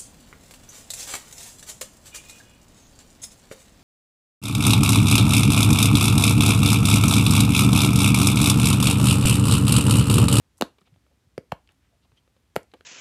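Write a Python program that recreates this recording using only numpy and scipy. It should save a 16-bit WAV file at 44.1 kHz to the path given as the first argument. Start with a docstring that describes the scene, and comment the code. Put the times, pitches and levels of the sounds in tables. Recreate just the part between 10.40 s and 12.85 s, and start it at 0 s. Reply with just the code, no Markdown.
"""Silicone bubbles of a push-pop toy are pressed through, close to the microphone in a small quiet room.
Each dome snaps through by buckling: a crack that rings the plastic frame, a tone that dives as the
tension goes, and a soft thump. Between the pops, fingers knock, tick, rub and bump on the toy, and two
small pops come last. The room adds a short reverberation; a faint rumble with hiss lies underneath."""
import sys
import numpy as np
from scipy import signal
from scipy.fft import rfft, irfft
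from scipy.io import wavfile

SR = 44100
rng = np.random.default_rng(int(sys.argv[2]) if len(sys.argv) > 2 else 0)


def int16_out(signal):
    """Quantize to a 16-bit WAV file."""
    q = np.round(np.clip(np.atleast_2d(signal).T, -1, 1) * 32767)
    wavfile.write(sys.argv[1], SR, q.astype(np.int16))


N = 108045
T = np.arange(N) / SR
CLICK_RISE_MS = 0.23


def undb(db):
    """Amplitude ratio of a level in decibels."""
    return 10 ** (np.asarray(db) / 20)


def unit(x):
    """Normalisation to an rms of one."""
    return x / np.sqrt(np.mean(x ** 2))


def since_ms(start_s):
    """Milliseconds elapsed since an onset, zero before it."""
    return np.maximum(T - start_s, 0) * 1000


def colour(x, points):
    """Zero-phase filtering by (frequency_hz, gain_db) points joined over log frequency."""
    hz, db = np.array(points, float).T
    bins_hz = np.maximum(np.fft.rfftfreq(len(x), 1 / SR), 1)
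    gain = undb(np.interp(np.log(bins_hz), np.log(hz), db))
    return irfft(rfft(x) * gain, len(x))


def shaped_noise(spectrum):
    """White noise filtered to a spectral envelope, at unit rms."""
    return unit(colour(rng.standard_normal(N), spectrum))


def band_noise(hz, sharpness):
    """Band-limited noise at unit rms; bandwidth in octaves varies inversely with sharpness."""
    edge = 2 ** (1 / max(sharpness, .3))
    sos = signal.butter(2, [hz / edge, min(hz * edge, .45 * SR)], "band", fs=SR, output="sos")
    return unit(signal.sosfilt(sos, rng.standard_normal(N)))


def burst(ms, rise_ms, decay_ms):
    """Envelope of a transient: quick attack, exponential decay."""
    return (1 - np.exp(-ms / rise_ms)) * np.exp(-ms / decay_ms)


def ping(ms, hz, decay_ms):
    """Free vibration of one damped mode."""
    return np.sin(2 * np.pi * hz * ms / 1000) * burst(ms, rise_ms=0.083, decay_ms=decay_ms)


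def thud(centre_s, hz, width_ms):
    """Heavily damped swaying: a cycle or two under a Gaussian envelope."""
    t = T - centre_s
    return np.cos(2 * np.pi * hz * t) * np.exp(-(t * 1000 / width_ms) ** 2)


def noise_floor():
    """Stationary broadband noise, heard as a low rumble with faint hiss."""
    # Spectral density of the background: frequency_hz, relative_db
    floor_spectrum = [(20, -26), (38, -8.5), (55, 1), (78, 3), (105, -3.5), (170, -10), (250, -10),
                      (400, -18), (700, -22), (1200, -24), (3000, -26.5), (9000, -33), (14500, -39),
                      (16000, -49.5)]
    return undb(-66) * shaped_noise(floor_spectrum)


def room(x):
    """Reverberation by convolution: sparse early reflections and a diffuse tail whose treble dies first."""
    # Frequency response of the reverberation: frequency_hz, gain_db
    room_colour = [(100, -8.5), (200, -5.5), (330, 0.5), (650, -2), (1400, -2.5), (2300, 3), (3800, -1),
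                   (5200, -1), (8000, 2), (11000, 1), (15000, -3.5)]
    onset_ms, reflections_per_s = 4.2, 1500
    t = T[:SR // 2]
    build_up = 1 - np.exp(-(t * 1000 / onset_ms) ** 2)

    def fade(t60_s):
        """Exponential decay of 60 dB in t60_s, with a soft onset."""
        return np.exp(-np.log(1000) * t / t60_s) * build_up

    noise = rng.standard_normal(len(t))
    low = signal.sosfilt(signal.butter(1, 2500, fs=SR, output="sos"), noise)
    tail = low * fade(t60_s=.2) + (noise - low) * fade(t60_s=.175)
    strengths = rng.standard_normal(len(t))
    arrivals = rng.random(len(t)) < reflections_per_s / SR
    early = strengths * arrivals * fade(t60_s=.06)
    response = undb(-17.5) * tail / np.linalg.norm(tail) + undb(-16) * early / np.linalg.norm(early)
    return colour(signal.fftconvolve(x, response)[:N], room_colour)


def grip_bumps():
    """Soft impacts of the shifting grip excite only low frequencies."""
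    # Dull bumps: centre_s, level_db, pitch_hz
    bumps = [(.422, -57, 181), (0.532, -47.5, 129), (0.543, -56, 156), (.573, -54.5, 112.4),
             (0.875, -56.5, 128), (1.730, -54.5, 120)]
    return sum(undb(db) * thud(centre_s, hz, width_ms=7.9) for centre_s, db, hz in bumps)


def skin_rubs():
    """Sliding friction of skin on silicone: bands of noise that swell and fade."""
    # Slides and squeaks: centre_s, length_s, level_db, centre_hz, sharpness
    rubs = [(.470, 0.03, -66.5, 2760, 2.2), (.475, 0.021, -66, 686, 1.26), (0.719, 0.031, -70, 597.6, 2.77),
            (1.312, 0.02, -69, 2856, 2), (1.306, 0.04, -67.5, 680, 0.78), (1.45, .10, -76, 1800, 1.65),
            (1.535, .04, -68.5, 600, 4.3), (1.641, 0.033, -71.5, 3330, 2.4),
            (1.777, 0.023, -67.5, 2830, 1.36), (1.78, 0.019, -63, 3150, 15), (2.375, .05, -72.5, 2204, 0.9)]
    out = np.zeros(N)
    for centre_s, length_s, db, hz, sharpness in rubs:
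        swell = np.exp(-(2 * (T - centre_s) / length_s) ** 2)
        out += undb(db) * band_noise(hz, sharpness) * swell
    return out


def ticks_and_snap():
    """Noise transients: light ticks of fingers and creasing silicone, and a popping dome's mid-range snap."""
    # Short noise bursts: start_s, level_db, centre_hz, decay_ms
    noise_bursts = [(0.172, -61.5, 7000, 2.9), (0.179, -55.5, 7700, 8.8), (.186, -53, 706.4, 2.4),
                    (.200, -56, 577, 1.3), (0.22, -50, 9500, 0.92), (0.41, -52.5, 6000, 0.7),
                    (0.541, -62.5, 2500, 3.1), (.9784, -31.5, 1450, 1.67), (1.1185, -35.5, 2450, 2.8),
                    (1.2748, -51, 3000, 1.2), (1.29, -51, 2430, 2.5), (1.3205, -58.5, 7000, 1),
                    (1.648, -60, 650, 6.6), (2.231, -53.5, 6760, 1.7), (2.316, -57, 2800, 3.5),
                    (2.342, -44, 409, 10), (2.4096, -46, 2140, 0.73)]
    rise_cycles = 0.41
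    out = np.zeros(N)
    for start_s, db, hz, decay_ms in noise_bursts:
        envelope = burst(since_ms(start_s), rise_cycles * 1000 / hz, decay_ms)
        out += undb(db) * band_noise(hz, sharpness=1.9) * envelope
    return out


def knocks_and_small_pops():
    """Impulse excitation: finger knocks and two small, faint pops, each a click with a short hollow ring."""
    # Knocks, then two small pops: start_s, click_db, click_decay_ms, body_db, body_hz, body_decay_ms
    hollow_clicks = [(.384, -52, 4.5, -58.5, 420, 9.5), (.414, -58, 5.6, -57, 382, 6.6),
                     (.561, -61, 2.6, -52.5, 680, 1.53), (.665, -61.5, 1.7, -60.5, 582.6, 5.5),
                     (1.7187, -57, 2.2, -67, 450, 5.4), (1.877, -60, 2, -56.5, 514, 3.2),
                     (1.965, -63, 4.9, -57, 530, 4.9), (2.3374, -39.5, 3.3, -42, 430, 5.1),
                     (2.4083, -40.5, 1.2, -43.5, 430, 2.3)]
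    # Spectrum of the click: frequency_hz, relative_db
    click_spectrum = [(200, -7.5), (600, 3.5), (1200, 10.5), (1800, -2), (2500, 4), (4000, -2),
                      (5500, -14.5), (11000, -19.5), (15000, -28)]
    click = shaped_noise(click_spectrum)
    out = np.zeros(N)
    for start_s, click_db, click_decay_ms, body_db, body_hz, body_decay_ms in hollow_clicks:
        ms = since_ms(start_s)
        out += undb(click_db) * click * burst(ms, CLICK_RISE_MS, click_decay_ms)
        out += undb(body_db) * ping(ms, body_hz, body_decay_ms)
    return out


def frame_ring(ms):
    """Modal superposition: each snap weights the frame's modes anew; neighbours swing in antiphase."""
    # Modes of the plastic frame: pitch_hz, level_db, t60_ms
    frame_modes = [(356, -7.5, 25), (1110, -2, 5.1), (1570, -10.5, 2.3), (2216, -6, 8), (2820, -2.5, 10),
                   (3300, -9, 4.66), (4170, -5.5, 7)]
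    weights = 1 + 0.379 * rng.uniform(-1, 1, len(frame_modes))
    out = np.zeros(N)
    for k, (hz, db, t60_ms) in enumerate(frame_modes):
        out += (-1) ** k * undb(db) * weights[k] * ping(ms, hz, t60_ms / np.log(1000))
    return out


def dome_tone(ms, start_hz, end_hz, glide_ms, rise_ms, decay_ms):
    """Natural frequency falls with tension, so the ringing dome dives in pitch as it goes slack."""
    overtone_ratio, overtone_db = 2.1, -14
    hz = end_hz + (start_hz - end_hz) * np.exp(-ms / glide_ms)
    phase = 2 * np.pi * np.cumsum(hz * (ms > 0)) / SR
    overtone = undb(overtone_db) * np.exp(-ms / decay_ms) * np.sin(overtone_ratio * phase)
    return burst(ms, rise_ms, decay_ms) * (np.sin(phase) + overtone)


def dome_pops():
    """Snap-through buckling releases elastic energy as a tone, a ping, frame ring, crackle and a thump."""
    # Dome snaps: start_s, tone_db, start_hz, end_hz, glide_ms, rise_ms, decay_ms,
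    # ping_hz, ping_db, ping_decay_ms, ring_db, crackle_db, thump_hz, thump_db, thump_lag_ms
    snaps = [(.2112, -3, 834, 237, 2.34, 1.7, 1.7, 2890, -23.5, 2.7, -19, -16.5, 273, -22.5, 2.3),
             (0.2221, -8.5, 1720, 196, 1.025, 0.083, 3.25, 3700, -9, 0.48, -26, -26, 230.6, -26, 8.2),
             (0.979, -2, 486.7, 452, 1.1, 4, 1.62, 4730, -36, 0.8, -38.5, -39.5, 171.3, -30.5, 7),
             (1.1210, -8.5, 1260, 279.5, 2.44, 0.62, 1.94, 3065, -26, 0.83, -25.5, -34.5, 149.4, -25, 6.9),
             (2.1579, -22.5, 700, 400, 2.42, 0.446, 1.48, 6150, -33.5, 1.08, -41.5, -35, 192, -60, 5.1),
             (2.1627, -3, 947, 345, 1.165, 0.52, 1.54, 1354, -20.5, 3.05, -18, -23.5, 178.6, -25.5, 8.7)]
    # Spectrum of the crackle as the skin lets go: frequency_hz, relative_db
    crackle_spectrum = [(500, -14), (2000, -1.5), (4300, 1.5), (5400, -2), (6800, -2.5), (8400, -1.5),
                        (9500, -5), (11300, -0.5), (13500, -5), (16000, -21)]
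    crackle = shaped_noise(crackle_spectrum)
    out = np.zeros(N)
    for (start_s, tone_db, start_hz, end_hz, glide_ms, rise_ms, decay_ms,
         ping_hz, ping_db, ping_decay_ms, ring_db, crackle_db, thump_hz, thump_db, thump_lag_ms) in snaps:
        ms = since_ms(start_s)
        out += undb(tone_db) * dome_tone(ms, start_hz, end_hz, glide_ms, rise_ms, decay_ms)
        out += undb(ping_db) * ping(ms, ping_hz, ping_decay_ms)
        out += undb(ring_db) * frame_ring(ms)
        out += undb(crackle_db) * crackle * burst(ms, CLICK_RISE_MS, decay_ms=1.14)
        out += undb(thump_db) * thud(start_s + thump_lag_ms / 1000, thump_hz, width_ms=3.6)
    return out


def scene():
    """Superposition of the toy's direct sound, the background noise and the room's reverberation."""
    toy = dome_pops() + knocks_and_small_pops() + ticks_and_snap() + skin_rubs() + grip_bumps()
    return (toy + noise_floor() + room(toy))[None]


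def record(dry):
    """Band limiting: the microphone thins the deep bass and cuts the highest treble."""
    bass_cut = signal.butter(4, 48, "high", fs=SR, output="sos")
    treble_cut = signal.ellip(8, .2, 70, 15800, fs=SR, output="sos")
    return signal.sosfilt(treble_cut, signal.sosfilt(bass_cut, dry))


dry = scene()
out = record(dry)
int16_out(out)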